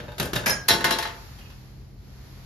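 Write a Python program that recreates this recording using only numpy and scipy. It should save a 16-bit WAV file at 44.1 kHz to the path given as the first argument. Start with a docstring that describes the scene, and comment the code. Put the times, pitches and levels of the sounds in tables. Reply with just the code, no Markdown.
"""A coin clacks through the plastic acceptor of a coin-operated ride in a quiet workshop.
It strikes a ringing steel chute, drops into the sheet-metal cash box and bounces to rest.
Each contact excites countless close modes (noise clatter) and a few strong ones (decaying sines).
A low room rumble with a hum and a faint hiss lie underneath."""
import sys
import numpy as np
from scipy import signal
from scipy.io import wavfile

SR = 44100
rng = np.random.default_rng(int(sys.argv[2]) if len(sys.argv) > 2 else 0)


def wav_record(signal):
    """Record a signal, one row per channel, as 16-bit PCM in the file named by sys.argv[1]."""
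    frames = np.transpose(np.atleast_2d(signal))
    bounded = np.clip(frames, -1, 1)
    # unit amplitude maps onto the largest positive 16-bit level
    quanta = np.round(bounded * 32767).astype(np.int16)
    wavfile.write(sys.argv[1], SR, quanta)


N = 108045
STEP = 15   # samples per envelope point
TIME_S = np.arange(N) / SR
SLOW_S = TIME_S[::STEP]
AGE_S = SLOW_S[:SR // STEP]   # the second after a contact
EDGES_HZ = np.r_[np.geomspace(22, 250, 7)[:-1], np.geomspace(250, 16000, 22)]
CENTRES_HZ = np.sqrt(EDGES_HZ[1:] * EDGES_HZ[:-1])
BASS_HZ, TREBLE_HZ = 450, 5100   # shelf corners


def from_db(db):
    """Decibels to gain."""
    return 10 ** (np.asarray(db) / 20)


def at_hz(table, hz):
    """Read a table on a log-frequency axis."""
    table_hz, values = np.transpose(table)
    return np.interp(np.log(hz), np.log(table_hz), values)


def pan(left_db):
    """Stereo gains for a left-minus-right level."""
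    return from_db(np.array([[.5], [-.5]]) * left_db)


def noise_bands(width):
    """Stereo noise bands of rms 1, each with its own side level."""
    white, bands = rng.standard_normal((2, 2, N + SR // 2)), []
    for k, hz in enumerate(CENTRES_HZ):
        bandpass = signal.butter(2, EDGES_HZ[k:k + 2], "band", fs=SR, output="sos")
        mid, side = signal.sosfilt(bandpass, white[k % 2])[:, -N:]
        pair = mid + from_db(at_hz(width, hz)) * side * np.array([[1], [-1]])
        bands.append(pair / pair.std())
    return np.array(bands)


def band_gains(spectrum):
    """Band gains for a spectrum; total power 1."""
    gains = from_db(at_hz(spectrum, CENTRES_HZ)) * np.sqrt(np.diff(EDGES_HZ))
    return gains / np.linalg.norm(gains)


def waver(rate_hz):
    """Slow complex stereo noise, rms 1."""
    pole = np.exp(-2 * np.pi * STEP * rate_hz / SR)
    white = rng.standard_normal((2, 2, 2 * len(SLOW_S)))
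    real, imag = signal.lfilter([1], [1, -2 * pole, pole * pole], white)[..., len(SLOW_S):]
    drift = real + 1j * imag
    return drift / drift.std()


# room noise width: (frequency [Hz], side minus mid [dB])
ROOM_WIDTH = [(100, -12.5), (400, -4.5), (1500, -1.5), (6000, 1), (12000, -4)]
# room noise spectra: (frequency [Hz], relative density [dB])
RUMBLE_SPECTRUM = [(22, -24), (32, -13), (45, -0.5), (80, 3.5), (105, -7), (135, -7.5), (165, -20),
                   (210, -12.5), (360, -18), (600, -29.5), (900, -43), (1500, -91)]
HISS_SPECTRUM = [(200, -29), (700, -2.5), (2000, -5), (3300, -9.5), (4700, -5), (7000, -14), (9500, -20),
                 (12400, -12.5), (15000, -18)]
# hum tones: (frequency [Hz], level [dB])
HUM_TONES = [(48.4, -50), (129.2, -50.5), (199.2, -59)]
# hiss envelope: (time [s], level [dB])
HISS_ENVELOPE = [(0, -54), (1.2, -48), (1.42, -51.5), (1.55, -53.5), (1.75, -57.5), (1.95, -62), (2.1, -56),
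                 (2.25, -53.5), (2.45, -52.5)]


def workshop(rumble_db=-45, hum_waver=0.24):
    """Low rumble, a wavering hum and a faint hiss that sinks and returns."""
    bands = noise_bands(ROOM_WIDTH)
    rumble = from_db(rumble_db) * np.tensordot(band_gains(RUMBLE_SPECTRUM), bands, 1)
    hum = np.zeros(N)
    for hz, db in HUM_TONES:
        wobble = 1 + hum_waver * np.interp(TIME_S, SLOW_S, waver(rate_hz=4.9)[0])
        hum += np.sqrt(2) * from_db(db) * (np.exp(2j * np.pi * hz * TIME_S) * wobble).real
    hiss_db = np.interp(TIME_S, *np.transpose(HISS_ENVELOPE))
    hiss = from_db(hiss_db) * np.tensordot(band_gains(HISS_SPECTRUM), bands, 1)
    return (rumble + hum + hiss) * pan(left_db=0.4)


# clatter width: (frequency [Hz], side minus mid [dB])
CLATTER_WIDTH = [(100, -14.5), (350, -14.5), (700, -3.5), (1500, -0.5), (3000, -2.5), (5500, -6), (8500, 6),
                 (12000, -8.5)]
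# clatter balance: (frequency [Hz], left minus right [dB])
CLATTER_BALANCE = [(100, 3), (350, 1.5), (700, 1), (1400, -3), (2800, 4.5), (5500, 4.5), (10000, 0)]


def clatter_bands():
    """Panned noise bands that carry all clatter."""
    balance = np.array([pan(at_hz(CLATTER_BALANCE, hz)) for hz in CENTRES_HZ])
    return noise_bands(CLATTER_WIDTH) * balance


# cabinet and room decay: (frequency [Hz], base T60 [s])
TAIL_DECAY = [(100, 0.38), (400, 0.67), (1200, 0.49), (4000, 0.28), (7000, 0.37), (12000, 0.19)]


def clatter(bands, hits, spectrum, crack_s, tail_db, t60_scale=1, attack_s=0.00093):
    """Countless close modes per contact: a short crack, then a tail that dies sooner in the treble."""
    t60_s = t60_scale * at_hz(TAIL_DECAY, CENTRES_HZ)[:, None]
    crack = np.exp(-2 * AGE_S / crack_s)
    tail = from_db(tail_db) ** 2 * np.exp(-2 * np.log(1000) * AGE_S / t60_s)
    hit_power = (crack + tail) * (1 - np.exp(-AGE_S / attack_s)) ** 2
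    bass = 1 / (1 + (CENTRES_HZ / BASS_HZ) ** 2)
    treble = 1 / (1 + (TREBLE_HZ / CENTRES_HZ) ** 2)
    power = np.zeros((len(CENTRES_HZ), 2 * len(SLOW_S)))
    for time_s, clatter_db, bass_db, treble_db, _, _ in hits:
        start = int(time_s * SR / STEP)
        gains = band_gains(spectrum) * from_db(clatter_db + bass_db * bass + treble_db * treble)
        power[:, start:start + len(AGE_S)] += gains[:, None] ** 2 * hit_power
    envelopes = np.repeat(np.sqrt(power[:, :len(SLOW_S)]), STEP, axis=1)[:, :N]
    return np.einsum("bn,bcn->cn", envelopes, bands)


RING_BUILD_S, RING_SCATTER_DB, EAR_SPREAD_RAD = 0.0022, 0.5, 0.92
EARLY_LOSS_DB, EARLY_LOSS_S = 6, 0.018   # shed while the coin still presses on the metal
FAVOUR_DB, FAVOUR_OCTAVES = 7, 0.71   # boost near the pitch favoured by the spot struck
WAVER_DEPTH, WAVER_HZ = 0.78, 30.7   # reflections make each ring waver


def ringing(hits, modes, gain_db=0, t60_scale=1):
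    """Strong modes, fed anew by each contact; they reach the ears out of step."""
    envelopes = []
    early_loss = from_db(-EARLY_LOSS_DB * (1 - np.exp(-AGE_S / EARLY_LOSS_S)))
    onset = (1 - np.exp(-AGE_S / RING_BUILD_S)) * early_loss
    for hz, mode_db, t60_s in modes:
        fade = onset * np.exp(-np.log(1000) * AGE_S / (t60_s * t60_scale))
        highness = hz / (hz + BASS_HZ)   # low modes spread and waver less
        ring = np.zeros((2, 2 * len(SLOW_S)), complex)
        for time_s, _, _, _, ring_db, favoured_hz in hits:
            start = int(time_s * SR / STEP)
            scatter, turn = rng.standard_normal(2)
            favour = np.exp(-(np.log2(hz / favoured_hz) / FAVOUR_OCTAVES) ** 2)
            hit_db = ring_db + FAVOUR_DB * (favour - .5) + RING_SCATTER_DB * scatter
            gain = from_db(gain_db + mode_db + hit_db)
            # a quarter turn from the ring under way, so energies add
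            phase = np.angle(ring[:, start].sum()) + np.sign(turn) * np.pi / 2
            ear_phase = EAR_SPREAD_RAD * highness * rng.standard_normal((2, 1))
            ring[:, start:start + len(AGE_S)] += gain * np.exp(1j * (phase + ear_phase)) * fade
        wobble = 1 + WAVER_DEPTH * highness * waver(WAVER_HZ)
        envelopes.append(ring[:, :len(SLOW_S)] * wobble)
    sound = np.zeros((2, N))
    for (hz, _, _), envelope in zip(modes, envelopes):
        carrier = np.exp(2j * np.pi * hz * TIME_S)
        sound += (np.repeat(envelope, STEP, axis=1)[:, :N] * carrier).real
    return sound * pan(left_db=1.5)


# contacts: (time [s], clatter [dB], bass [dB], treble [dB], relative ring [dB], favoured pitch [Hz])
ACCEPTOR_HITS = [(0.0, -27, -3, -18.5, -43.5, 554), (0.038, -34.5, 8, -26, -50, 503),
                 (0.081, -34, 2, -20, -40.5, 597), (0.118, -41, -3, -5, -42.5, 845),
                 (0.1811, -28.5, 1, 3.5, -43.5, 3500), (0.1979, -17.5, 1.5, 4, -31.5, 4380),
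                 (0.205, -23, 7.5, -48, -34.5, 496), (0.228, -29.5, -10, 9.5, -38.5, 1660),
                 (0.254, -37, 15.5, 14, -41, 1640), (0.332, -18.5, -2, -2.5, -55, 4420),
                 (0.354, -29, 9, 7, -30.5, 155), (0.3595, -17.5, -11, 0, -27.5, 3000),
                 (0.435, -38, -10.5, -9, -36, 1650)]
# strong modes: (frequency [Hz], relative level [dB], base T60 [s])
ACCEPTOR_MODES = [(76.3, -11, 0.54), (118, 1.5, 0.28), (173, 2.5, 0.21), (488.7, -4.5, 0.42),
                  (592, -3.5, 0.49), (859, -6, .35), (951, -9, 0.22), (1266, -13, 0.36), (1495, -4, 0.1),
                  (1582, -8, 0.33), (1744, -5, 0.29), (2610, -8, 0.13), (2825, -11, 0.2),
                  (3660, -8.5, 0.23), (3850, -8.5, 0.096), (4550, -14, 0.13)]
# clatter spectrum: (frequency [Hz], relative density [dB])
ACCEPTOR_SPECTRUM = [(40, -1), (80, 7), (180, 2), (300, 1), (550, 0), (1000, -5), (1650, -2), (2200, -7),
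                     (3300, -4), (6500, -13.5), (11000, -12.5), (15000, -17)]


def acceptor(bands):
    """The coin clacks through the plastic acceptor."""
    clacks = clatter(bands, ACCEPTOR_HITS, ACCEPTOR_SPECTRUM,
                     crack_s=0.006, tail_db=-8.5, t60_scale=0.94)
    return clacks + ringing(ACCEPTOR_HITS, ACCEPTOR_MODES, gain_db=2.5)


# chute contacts, modes and clatter spectrum: columns as for the acceptor
CHUTE_HITS = [(0.459, -22.5, 0, 0, -21.5, 2270), (0.465, -20.5, 0, -1.2, -38.5, 11700),
              (0.475, -22, 1.3, 0, -22, 900), (0.494, -22.5, 0.45, 2.3, -22.5, 11700),
              (0.503, -29.5, 0.17, 2, -22, 5600), (0.521, -42, 0, -2, -29, 1650),]
CHUTE_MODES = [(520, -11, .3), (633, -11, .25), (850, -13, .25), (963, -13, .2), (1631, -4, .45),
               (1703, -7, .3), (1911, -13, .2), (2349, -8, .16), (2414, -11, .16), (3122, -16, .4),
               (4107, -17, .4), (5138, -4, .3), (5668, -11, .28), (5822, -10, .3), (6620, -16, .3),
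               (6718, -12, .25), (9315, -8, .2), (10035, -15, .2), (11510, -9, .12), (12550, -6, .16)]
CHUTE_SPECTRUM = [(50, -26), (120, 9), (350, -7.5), (600, -3), (1100, -4), (1700, 1.5), (2400, -1.5),
                  (3300, -9), (5000, -6), (7000, -13), (12000, -12), (15000, -59)]


def chute(bands):
    """Quick strikes set the steel chute ringing."""
    strikes = clatter(bands, CHUTE_HITS, CHUTE_SPECTRUM, crack_s=0.011, tail_db=-6, t60_scale=0.92)
    return strikes + ringing(CHUTE_HITS, CHUTE_MODES, gain_db=1.5)


# cash box contacts, modes and clatter spectrum: columns as for the acceptor
BOX_HITS = [(0.6821, -24.5, -20, 16, -46, 5400), (0.6848, -12.5, -18, 7.5, -29, 1760),
            (0.692, -19.5, -2, -9, -22.5, 5200), (0.703, -20.5, 17, -7, -18.5, 4180),
            (0.736, -30.5, -2, 10, -25, 370), (0.806, -25.5, 10.5, -7, -34, 1980),
            (0.842, -14, 2.5, 0, -23, 2050), (0.852, -28, 0, -12, -27, 870),
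            (0.878, -23, 10, -23, -34, 1820), (0.9071, -18, 5, 2, -25, 715),
            (0.921, -24.5, 6, -1, -28, 4500), (0.985, -20.5, -30, -1, -30, 910),
            (1.025, -24.5, -21, -3, -33, 3400), (1.052, -24, -6, -22, -34.5, 880),
            (1.073, -25.5, -22, -16, -60, 1120)]
BOX_MODES = [(342, -10, .6), (413, -12, .5), (580, -14, .4), (688, -6, .5), (860, -8, .35), (891, -3, .5),
             (1081, -8, .45), (1480, -7, .45), (1667, -5, .35), (1827, -4, .4), (2040, -9, .25),
             (2095, -7, .3), (2798, -13, .35), (3296, -7, .38), (3708, -10, .33), (3999, -3, .27),
             (4200, -13, .3), (4303, -12, .3), (5115, -13, .3), (5429, -11, .22), (5512, -12, .2),
             (5948, -17, .3), (6705, -16, .25), (9500, -15, .18), (11442, -17, .18)]
BOX_SPECTRUM = [(50, -21), (160, -2.5), (360, -7), (520, 0.5), (740, -16), (950, 0), (1300, 0), (2000, -1),
                (2600, -3), (4200, -2), (6500, -11.5), (11000, -8.5), (15000, -18)]
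# settling contacts and modes: same columns
SETTLE_HITS = [(1.386, -49, -7, 3, -48.5, 4500), (1.41, -63, -5, -10, -47.5, 2520),
               (1.455, -64.5, -7, 0.5, -49, 3000), (1.499, -46, 0, -6, -52.5, 2800)]
SETTLE_MODES = [(2544, -4.5, 0.3), (2830, -6, 0.26), (3189, -7, 0.17), (4519, -10, 0.14)]


def cash_box(bands):
    """The coin drops onto sheet metal, bounces and settles with faint ticks."""
    bounces = clatter(bands, BOX_HITS, BOX_SPECTRUM, crack_s=0.0074, tail_db=-6, t60_scale=0.96)
    bounces += ringing(BOX_HITS, BOX_MODES, gain_db=3, t60_scale=0.88)
    ticks = clatter(bands, SETTLE_HITS, BOX_SPECTRUM, crack_s=0.01, tail_db=-5)
    ticks += ringing(SETTLE_HITS, SETTLE_MODES)
    return bounces + ticks


def scene():
    """The coin's way down, over the room noise."""
    bands = clatter_bands()
    return acceptor(bands) + chute(bands) + cash_box(bands) + workshop()


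LOW_CUT_HZ, ROLL_OFF_HZ, CUTOFF_HZ = 36, 13500, 15300
NULL_LOW_HZ, NULL_HIGH_HZ = 7630, 9250


def record(dry):
    """The two microphones cancel a treble band in the mid signal; deep bass and top are cut."""
    dry = signal.sosfilt(signal.butter(4, LOW_CUT_HZ, "high", fs=SR, output="sos"), dry)
    left, right = signal.sosfilt(signal.butter(8, ROLL_OFF_HZ, fs=SR, output="sos"), dry)
    mid, side = (left + right) / 2, (left - right) / 2
    null = signal.butter(6, (NULL_LOW_HZ, NULL_HIGH_HZ), "bandstop", fs=SR, output="sos")
    mid = signal.sosfilt(null, mid)
    top_cut = signal.ellip(10, .3, 80, CUTOFF_HZ, fs=SR, output="sos")
    return signal.sosfilt(top_cut, np.array([mid + side, mid - side]))


dry = scene()
out = record(dry)
wav_record(out)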